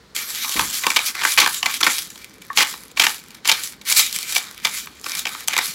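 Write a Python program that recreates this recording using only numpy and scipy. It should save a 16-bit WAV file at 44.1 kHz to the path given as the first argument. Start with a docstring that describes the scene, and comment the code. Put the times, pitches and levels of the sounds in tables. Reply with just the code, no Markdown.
"""Salt shaker over a simmering pot

A plastic shaker of salt is jerked up and down over a pot of sauce, close by in a kitchen.
Fine salt hisses along the jar (dense random grains through the jar's resonances); at each jerk
caked lumps knock on its ends and make it ring (short clusters of contacts through resonances).
A soft handling bump (swelling noise), a plop (two fading tones) and faint blubs (ringing clicks)
join in, over the low rush of the kitchen (coloured noise)."""
import sys
import numpy as np
from scipy import signal
from scipy.fft import rfft, irfft, next_fast_len
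from scipy.io import wavfile
from scipy.ndimage import uniform_filter1d

SR = 44100
rng = np.random.default_rng(int(sys.argv[2]) if len(sys.argv) > 2 else 0)


def wav_out(sig):
    """Save sig, one row per channel (or a flat mono array), as 16-bit PCM at SR to the path in sys.argv[1]."""
    wavfile.write(sys.argv[1], SR, np.round(np.clip(np.atleast_2d(sig).T, -1, 1) * 32767).astype(np.int16))


N = 253512
TIME = np.arange(N) / SR  # seconds

# Levels in the tables are mixing levels: the sound functions add their own fixed trims.
# kitchen background colour: pitch_hz, level_db
KITCHEN_COLOUR = [(22, -44), (52, 4.5), (70, 2.5), (95, 0.5), (220, 3.5), (450, 0), (680, -8.5),
                  (1000, -4.5), (2200, -9), (2700, -13), (4500, -9.5), (8000, -22), (16000, -30)]
# the two rings of the sauce bubble: start_s, pitch_hz, decay_s, level_db
PLOP_RINGS = [(2.5016, 1800, 0.0022, -15.5), (2.5036, 1124, 0.0061, -15.5)]
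# bump, rub of the palm, rumble: start_s, pitch_hz, width_hz, swell_s, level_db
HANDLING = [(.552, 310, 390, 0.011, -31), (.585, 200, 380, 0.029, -40), (.556, 50.0, 82, 0.036, -39.0)]
# colour of the reflections: pitch_hz, level_db
ROOM_COLOUR = [(70, -5.0), (190, 16), (400, 9), (900, 11.5), (5000, 5.5), (16000, 4)]
# resonances of the jar: pitch_hz, width_hz, level_db (against the direct sound)
JAR_MODES = [(1162, 64, -1.5), (2076, 170, -3), (2364, 153, 9), (3060, 410, -3.5), (3780, 120, -2),
             (4340, 54, -0.5), (5930, 91, -0.5), (7180, 470, -0.5), (7700, 124, 3.5), (10700, 930, -16)]
# colour of fine grains: pitch_hz, level_db
FINE_COLOUR = [(300, -53), (1200, -12), (2600, -4.5), (4000, 1.5), (7300, 0), (8600, -3), (10200, 0),
               (12500, -2), (16000, -9.5)]
# colour of coarse grains: pitch_hz, level_db
COARSE_COLOUR = [(100, -21), (600, -9.5), (950, -3), (1400, 5.5), (2200, 4), (2750, -0.5), (3400, 5),
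                 (5500, -1.5), (8500, -11), (16000, -34)]
# colour of lumps: pitch_hz, level_db
LUMP_COLOUR = [(50, -60), (170, -58), (330, -24), (600, -1), (900, 8.5), (1700, -3.5), (3500, -8.5),
               (5000, -2.5), (7000, -7.5), (8600, -22), (16000, -1)]
# short hollow rings of the air in the tipped jar: peak_s, level_db
HOOTS = [(.47, -31), (.606, -22.5), (.868, -24), (1.425, -23), (1.665, -28.5)]
# the jar is tilted and salt pours along the wall:
# start_s, swell_s, hold_s, hiss_db (fine grains), rub_db (coarse grains)
POURS = [(0.1485, 0.0011, 0.093, -31.5, -31.5), (0.246, 0.047, 0.41, -31.5, -33.5),
         (0.809, .015, 0.092, -34, -30), (1.141, .005, 0.084, -40.5, -26),
         (1.259, 0.014, 0.037, -26.5, -43), (2.05, 0.035, 0.14, -50.5, -47), (2.553, .025, .005, -30, -27),
         (2.958, 0.011, .005, -43, -31), (3.035, 0.019, 0.067, -32.5, -31), (3.528, .01, 0.064, -37.5, -35),
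         (3.85, .065, 0.0043, -21.5, -23), (3.94, 0.031, 0.014, -12.5, -23), (4.023, .01, .025, -29.5, -45),
         (4.101, 0.039, 0.092, -32, -35), (4.24, 0.086, 0.018, -29.5, -28.5), (4.403, .02, .2, -55, -44),
         (5.018, 0.061, 0.11, -37.5, -32.5), (5.158, 0.02, 0.014, -29.5, -32),
         (5.266, .01, .16, -40.5, -33.5), (5.49, 0.0057, 0.078, -42, -26.5)]
# jerks of the wrist; the heap lands on one end of the jar, then slides back:
# start_s, landing_s, level_db, pitch_hz (struck spot), slide_lag_s, slide_half_width_s, slide_db
SHAKES = [(0.593, 0.0049, -12.5, 1240, 0.16, 0.026, -25), (0.9611, .011, -11.5, 2650, 0.11, 0.023, -24.5),
          (1.250, 0.0058, -10.5, 1600, 0.077, 0.011, -20.5), (1.378, 0.074, -16, 3000, 0.16, 0.045, -31.5),
          (1.6577, .007, -13, 1950, 0.088, 0.029, -29.5), (1.865, .017, -13, 1270, 0.1, 0.032, -26),
          (2.573, 0.062, -14.5, 2640, 0.13, 0.043, -35), (2.996, 0.033, -13, 3020, 0.15, 0.022, -38.5),
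          (3.487, 0.0174, -12.5, 2900, .16, 0.031, -34.5), (4.358, 0.0091, -14.5, 2800, 0.012, 0.016, -26),
          (4.648, 0.009, -13.5, 3480, 0.12, .036, -31.5), (5.585, 0.0063, -14.5, 2170, 0.086, 0.029, -29)]
# the flow thins at the turn of a stroke: centre_s, dip_db (a negative dip thickens it)
LULLS = [(.72, 9.5), (1.135, 1), (1.362, 2), (1.612, -0.5), (1.785, 5), (2.392, 13), (2.945, 19),
         (3.418, 17), (3.79, 21), (3.835, 6), (4.985, -5), (5.465, 4)]
# single caked lumps: start_s, landing_s, level_db, pitch_hz (struck spot), grit_db
KNOCKS = [(0.163, 0.0041, -25, 3170, -27.5), (0.445, 0.0048, -23.5, 2350, -44),
          (0.493, 0.0024, -22.5, 5950, -26), (0.563, 0.015, -24.5, 2170, -33),
          (0.836, .0092, -21, 2200, -36), (0.866, 0.0055, -11.5, 1100, -24.5),
          (0.9019, .0055, -16.5, 2370, -25), (0.916, .0026, -20, 2210, -33),
          (0.99, 0.0026, -15.5, 2370, -29), (1.15, 0.0063, -26.5, 2280, -46),
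          (1.214, 0.007, -22, 2230, -42), (1.234, 0.0056, -18, 2170, -39), (1.375, 0.0088, -11, 2530, -40),
          (1.399, 0.0079, -13, 3840, -20), (1.417, 0.022, -19, 1250, -41), (1.4606, 0.0058, -13, 1890, -30),
          (1.473, 0.005, -17, 1400, -27.5), (1.628, 0.0044, -14, 2780, -44),
          (1.805, 0.011, -21.5, 1280, -27), (1.829, 0.0057, -9.5, 3320, -39),
          (1.839, 0.018, -22, 2170, -28.5), (2.101, 0.0052, -47, 5600, -39),
          (2.156, 0.0046, -39, 3200, -46), (2.419, 0.0061, -43.5, 2390, -46),
          (2.738, 0.0048, -30, 1390, -48), (2.914, 0.0051, -48, 7040, -48), (2.971, 0.01, -21, 2360, -48),
          (3.036, 0.02, -17, 2330, -26), (3.0664, 0.0041, -9.5, 2370, -36),
          (3.305, 0.0058, -43, 2400, -47.5), (3.347, 0.0049, -44, 4000, -43.5),
          (3.447, 0.047, -27, 2900, -43), (3.475, 0.0036, -17, 7150, -21), (3.5151, .011, -13, 3700, -22.5),
          (3.635, 0.0031, -42, 3660, -26.5), (3.813, 0.0049, -38, 3700, -48),
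          (3.924, 0.0034, -36, 6960, -16), (4.064, .0015, -37, 7890, -24.5), (4.126, .0033, -39, 7410, -26),
          (4.161, 0.0025, -39, 4140, -23), (4.187, 0.0022, -28, 3280, -24.5),
          (4.229, 0.0012, -25, 8000, -26), (4.378, 0.0057, -26.5, 1710, -24),
          (4.67, 0.0022, -17.5, 3050, -33), (4.871, 0.0021, -28.5, 1600, -59),
          (5.042, 0.0024, -26, 4910, -46), (5.059, 0.0079, -25.5, 1080, -39),
          (5.118, 0.0024, -23.5, 5200, -30), (5.151, .0022, -27.5, 3300, -25),
          (5.253, 0.0056, -19.5, 2820, -47), (5.268, 0.0072, -21, 2550, -41),
          (5.349, 0.0013, -22, 1360, -40), (5.476, 0.002, -32, 6060, -24.5),
          (5.482, 0.0036, -16.5, 3000, -17), (5.532, 0.0095, -21, 2760, -34),
          (5.565, 0.0032, -13.5, 2100, -27), (5.578, 0.0023, -15, 1470, -17.5)]

KITCHEN_DB = -50.5
HOOT_RISE_DB_PER_S, HOOT_FALL_DB_PER_S = 400, 400
SALT_START_S = POURS[0][0]  # no salt slides before the first pour
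SETTLE_DB_PER_S = 270  # a pour dies away
TRICKLE_HISS_DB, TRICKLE_RUB_DB = -59, -49  # the salt never lies quite still
LEAD_S, LEAD_DB = 0.028, -20  # loose grains arrive ahead of the heap; level against its landing
TRAIL_HISS_DB, TRAIL_RUB_DB = -21.5, -10  # stragglers follow it; levels against its landing
DRAIN_DB_PER_S = 135  # the stragglers die away
SLIDE_RUB_DB = -7  # coarse rub against the hiss of the slide back
LULL_S, LULL_THIN_S = 0.0084, 0.026  # half width in a full flow; in a trickle
GRIT_DB = -14  # grit against the landing of a heap
CRUMBS_PER_S, CRUMB_S, CRUMB_HZ = 13, 0.0019, 3630  # rough rate; landing time; middle pitch
CRUMB_GRIT_DB = 6.5  # the most grit a crumb sheds, against its own level
CRUMB_DB, CRUMB_SCATTER_DB = -30, 1  # level in a flow of -30 dB; random spread either way
CRUMB_FOLLOW = 1  # dB gained per dB of flow
TOP_HZ = 15800


def undb(db):
    """Decibels to gain."""
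    return 10 ** (np.asarray(db) / 20)


def unit(x):
    """Scale to rms 1."""
    return x / np.sqrt(np.mean(x ** 2))


def add(out, s, sound):
    """Mix a sound in at time s."""
    start = int(s * SR)
    out[start:start + len(sound)] += sound[:N - start]


def ring(x, response):
    """Pass a sound through an impulse response."""
    return signal.fftconvolve(x, response)[:len(x)]


def band(x, hz, width_hz):
    """One resonance, gain 1 at its centre."""
    hz = min(hz, SR / 2.2)
    return signal.lfilter(*signal.iirpeak(hz, hz / min(width_hz, SR / 4), fs=SR), x)


def steep_band(x, hz, width_hz):
    """The same resonance twice in a row, for steeper sides."""
    return band(band(x, hz, width_hz), hz, width_hz)


def resonant_noise(hz, width_hz):
    """Noise in one steep-sided resonance, rms 1."""
    return unit(steep_band(rng.standard_normal(N), hz, width_hz))


def colour(points, size=4096):
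    """Impulse response with the given (Hz, dB) spectrum that starts at once, with nothing before time 0."""
    hz, db = np.transpose(points)
    grid = np.maximum(np.arange(size // 2 + 1) * SR / size, 1)
    level_db = np.interp(np.log(grid), np.log(hz), db)
    # folding the cepstrum gives the minimum-phase response
    cepstrum = irfft(np.log(undb(level_db)))
    return irfft(np.exp(rfft(2 * cepstrum[:size // 2], size) - cepstrum[0]))


def walk(rate):
    """Smooth random wander with spread 1, taking about `rate` new values a second."""
    hold = int(SR / rate)
    steps = np.repeat(rng.standard_normal(N // hold + 1), hold)
    return unit(uniform_filter1d(steps, hold)[:N])


def grains(count, per_s, spread_db):
    """Contacts of random size at random moments, rms 1."""
    size = undb(spread_db * np.minimum(rng.exponential(size=count), 6))
    happens = rng.random(count) < per_s / SR
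    return unit(size * rng.standard_normal(count) * happens + 1e-9)


def in_jar(points, modes_db=0):
    """Response of the jar to one contact of the given colour: the tick plus its ringing, with energy 1."""
    tick = colour(points)
    ringing = sum(undb(db + modes_db) * band(tick, hz, width) for hz, width, db in JAR_MODES)
    response = tick + ringing
    return response / np.linalg.norm(response)


def kitchen():
    """Low rush of the stove and the room: coloured noise that wavers very slightly."""
    rush = unit(ring(rng.standard_normal(N), colour(KITCHEN_COLOUR)))
    return undb(KITCHEN_DB + 0.2 * walk(6.4)) * rush


def simmer(db=-57):
    """Thick sauce blubs faintly: bubbles of a few sizes, each a short low ring, the lower the stronger."""
    blubs = np.zeros(N)
    for hz in (179, 224, 264, 449):
        bubbles = grains(N, per_s=16, spread_db=-0.5)
        blubs += steep_band(bubbles, hz, hz / 3) * 200 / hz
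    return undb(db) * unit(blubs)


def sauce_plop():
    """A bubble bursts: a brief high ping, then its open crater rings lower."""
    out, t = np.zeros(N), TIME[:SR // 10]
    for s, hz, decay, db in PLOP_RINGS:
        envelope = np.exp(-t / decay) * (1 - np.exp(-t / 0.00044))
        add(out, s, undb(db) * np.sin(2 * np.pi * hz * t) * envelope)
    return out


def handling_bump():
    """Noise swells for a dull bump as the jar is turned over, a rub of the palm, and a low rumble."""
    out = np.zeros(N)
    for s, hz, width, swell, db in HANDLING:
        age = np.maximum(TIME - s, 0) / swell
        out += undb(db) * age * np.exp(1 - age) * resonant_noise(hz, width)
    return out


def first_sweep(ring_hz=1105, ring_width_hz=140, sizzle_hz=11900, sizzle_width_hz=2400, sizzle_db=-37):
    """A thin sheet of salt sizzles as the jar is tipped; the air inside rings hollow at the HOOTS times."""
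    swell = np.zeros(N)
    for s, db in HOOTS:
        drop_db = np.maximum(HOOT_RISE_DB_PER_S * (s - TIME), HOOT_FALL_DB_PER_S * (TIME - s))
        swell += undb(db - drop_db)
    air = resonant_noise(ring_hz, ring_width_hz) * swell
    sheet = np.exp(-((TIME - .36) / 0.31) ** 2) * (TIME > SALT_START_S)
    return air + undb(sizzle_db) * sheet * resonant_noise(sizzle_hz, sizzle_width_hz)


def lulls(flow_db):
    """Salt is weightless at a turn, so the flow thins; a trickle takes longer to recover than a stream."""
    width = np.interp(flow_db, [-52, -38], [LULL_THIN_S, LULL_S])
    return flow_db - sum(dip * np.exp(-((TIME - s) / width) ** 2) for s, dip in LULLS)


def salt_flow():
    """Levels in dB of fine hiss and coarse rub: shakes and pours add their power to a faint trickle."""
    hiss, rub = [undb(TRICKLE_HISS_DB)], [undb(TRICKLE_RUB_DB)]
    for s, length, db, _, lag, width, slide_db in SHAKES:
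        age = TIME - s
        lead = undb(db + LEAD_DB) * np.clip(1 + age / LEAD_S, 0, 1) * (age < 0)
        trail = undb(db - DRAIN_DB_PER_S * np.maximum(age - length, 0)) * (age >= 0)
        slide = undb(slide_db) / np.cosh(np.clip((age - lag) / width, -20, 20))
        hiss += [lead, undb(TRAIL_HISS_DB) * trail, slide]
        rub += [lead, undb(TRAIL_RUB_DB) * trail, undb(SLIDE_RUB_DB) * slide]
    for s, swell, hold, hiss_db, rub_db in POURS:
        age = TIME - s
        settle = undb(-SETTLE_DB_PER_S * np.maximum(age - swell - hold, 0))
        pour = np.clip(age / swell, 0, 1) * settle
        hiss.append(undb(hiss_db) * pour)
        rub.append(undb(rub_db) * pour)
    return [lulls(10 * np.log10(sum(part ** 2 for part in parts))) for parts in (hiss, rub)]


def sliding_salt(hiss_db, rub_db, ripple_db=1.15, surge_db=1.22):
    """Salt pours along the wall in tiny avalanches; stray crystals stand out when the flow is thin."""
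    avalanche = undb(ripple_db * walk(110) + surge_db * walk(35)) * (TIME > SALT_START_S)
    # each crystal bounces for a millisecond or two
    bounces = ring(np.abs(grains(N, per_s=60, spread_db=.5)), np.exp(-TIME[:SR // 50] / .0009))
    # the crystals' level changes less than the flow's
    crystals = undb(.42 * hiss_db - 25) * unit(bounces * rng.standard_normal(N))
    fine = undb(hiss_db + 3.5) * grains(N, per_s=24000, spread_db=2.5)
    coarse = undb(rub_db - 3.13) * grains(N, per_s=4500, spread_db=2.5)
    # the salt lying against the wall damps its ringing
    fine_ring, coarse_ring = in_jar(FINE_COLOUR, modes_db=-5), in_jar(COARSE_COLOUR, modes_db=-4)
    hiss = ring(avalanche * (fine + crystals), fine_ring)
    rub = ring(avalanche * (coarse + .5 * crystals), coarse_ring)
    return hiss + rub


def shifting(x, depth_db=3, rate=18):
    """The moving heap covers and frees parts of the wall, so each resonance swells and fades by itself."""
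    out = x.copy()
    for hz, width, _ in JAR_MODES:
        gain = undb(depth_db * walk(rate) - 1.5)
        out += (gain - 1) * band(x, hz, 2.5 * width)
    return out


def crumbs(flow_db):
    """Small lumps tumble at random, louder in a strong flow; rows have the columns of KNOCKS."""
    rows = []
    for when, size, pitch, grit in rng.random((int(CRUMBS_PER_S * TIME[-1]), 4)):
        s = SALT_START_S + when * (TIME[-1] - SALT_START_S)
        flow_gain_db = CRUMB_FOLLOW * (flow_db[int(s * SR)] + 30)
        db = CRUMB_DB + flow_gain_db + CRUMB_SCATTER_DB * (2 * size - 1)
        hz = CRUMB_HZ * 2 ** (2 * pitch - 1)  # up to an octave either way
        rows.append((s, CRUMB_S, db, hz, db + CRUMB_GRIT_DB - 10 * grit))
    return rows


def late_lows(x, lag_s=0.001275, knee_hz=160):
    """Low notes arrive later than high ones, so each knock trails downward; lag_s is the delay at 840 Hz."""
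    size = next_fast_len(len(x) + SR // 4)
    hz = np.arange(size // 2 + 1) * SR / size
    cycles = lag_s * 1000 * np.log1p(hz / knee_hz)
    return irfft(rfft(x, size) * np.exp(-2j * np.pi * cycles), size)[:len(x)]


def knocks(flow_db, wall_hz=2900, spot_width_hz=330, spot_db=-3, thud_hz=470, thud_width_hz=760,
           thud_db=-20.0, thud_db_per_octave=3, spread_hz_per_s=22000, clump_db=3.0):
    """Heaps, lumps and crumbs land as clusters of contacts with gritty spray; each struck spot has a pitch."""
    out, lump_ring, grit_ring = np.zeros(N), in_jar(LUMP_COLOUR), in_jar(FINE_COLOUR)
    t = TIME[:SR // 8]
    heaps = [(s, length, db, hz, db + GRIT_DB) for s, length, db, hz, *_ in SHAKES]
    clumps = undb(clump_db * walk(260))  # a long landing comes in clumps
    for s, length, db, hz, grit_db in heaps + KNOCKS + crumbs(flow_db):
        # the contacts go on while the lump collapses, then die out
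        fade = np.exp(-.5 * t / length - np.maximum(t - length + .001, 0) / .0016)
        push = np.minimum(t / .0004, 1) * fade
        push = push * np.take(clumps, int(s * SR) + np.arange(len(t)), mode="wrap")
        contacts = push * grains(len(t), per_s=16000, spread_db=2.5)
        centre = np.sqrt(hz * wall_hz)  # a stiffer spot makes the whole wall sound brighter
        wall = band(ring(contacts, lump_ring), centre, centre)
        spot = band(contacts, hz, spot_width_hz + spread_hz_per_s * length)  # long landings hit many spots
        thud = steep_band(contacts, thud_hz, thud_width_hz)  # the whole jar recoils
        recoil_db = thud_db + thud_db_per_octave * np.log2(wall_hz / hz)  # a softer spot gives way more
        body = unit(wall) + undb(spot_db) * unit(spot) + undb(recoil_db) * unit(thud)
        grit = ring(push * grains(len(t), per_s=14000, spread_db=1.2), grit_ring)
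        share = np.sqrt(length / t[-1])  # the levels hold for the time of the landing
        add(out, s, share * (unit(body) * undb(db + 1.28) + unit(grit) * undb(grit_db + 6.0)))
    return late_lows(out)


def room(x, t60=0.2, wet_db=-18):
    """Short reflections from the pot, counter and walls, strongest in the low middle; t60 in seconds."""
    t = TIME[:SR // 2]
    tail = rng.standard_normal(len(t)) * np.exp(-np.log(1000) * t / t60) * (t > .003)
    tail = ring(tail / np.linalg.norm(tail), colour(ROOM_COLOUR))
    return x + undb(wet_db) * ring(x, tail)  # wet_db counts on top of the tail's colour


def scene():
    """The shaker and the pot in the kitchen."""
    hiss_db, rub_db = salt_flow()
    salt = shifting(sliding_salt(hiss_db, rub_db))
    shaker = salt + first_sweep() + knocks(hiss_db) + handling_bump()
    return (room(shaker + sauce_plop()) + simmer() + kitchen())[None]


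def record(dry):
    """The microphone drops the deepest bass, rounds the loudest peaks and cuts the top."""
    dry = signal.sosfilt(signal.butter(4, 38, "high", fs=SR, output="sos"), dry)
    rounded = dry / (1 + dry ** 6) ** (1 / 6)
    return signal.sosfilt(signal.ellip(10, .2, 70, TOP_HZ, fs=SR, output="sos"), rounded)


dry = scene()
out = record(dry)
wav_out(out)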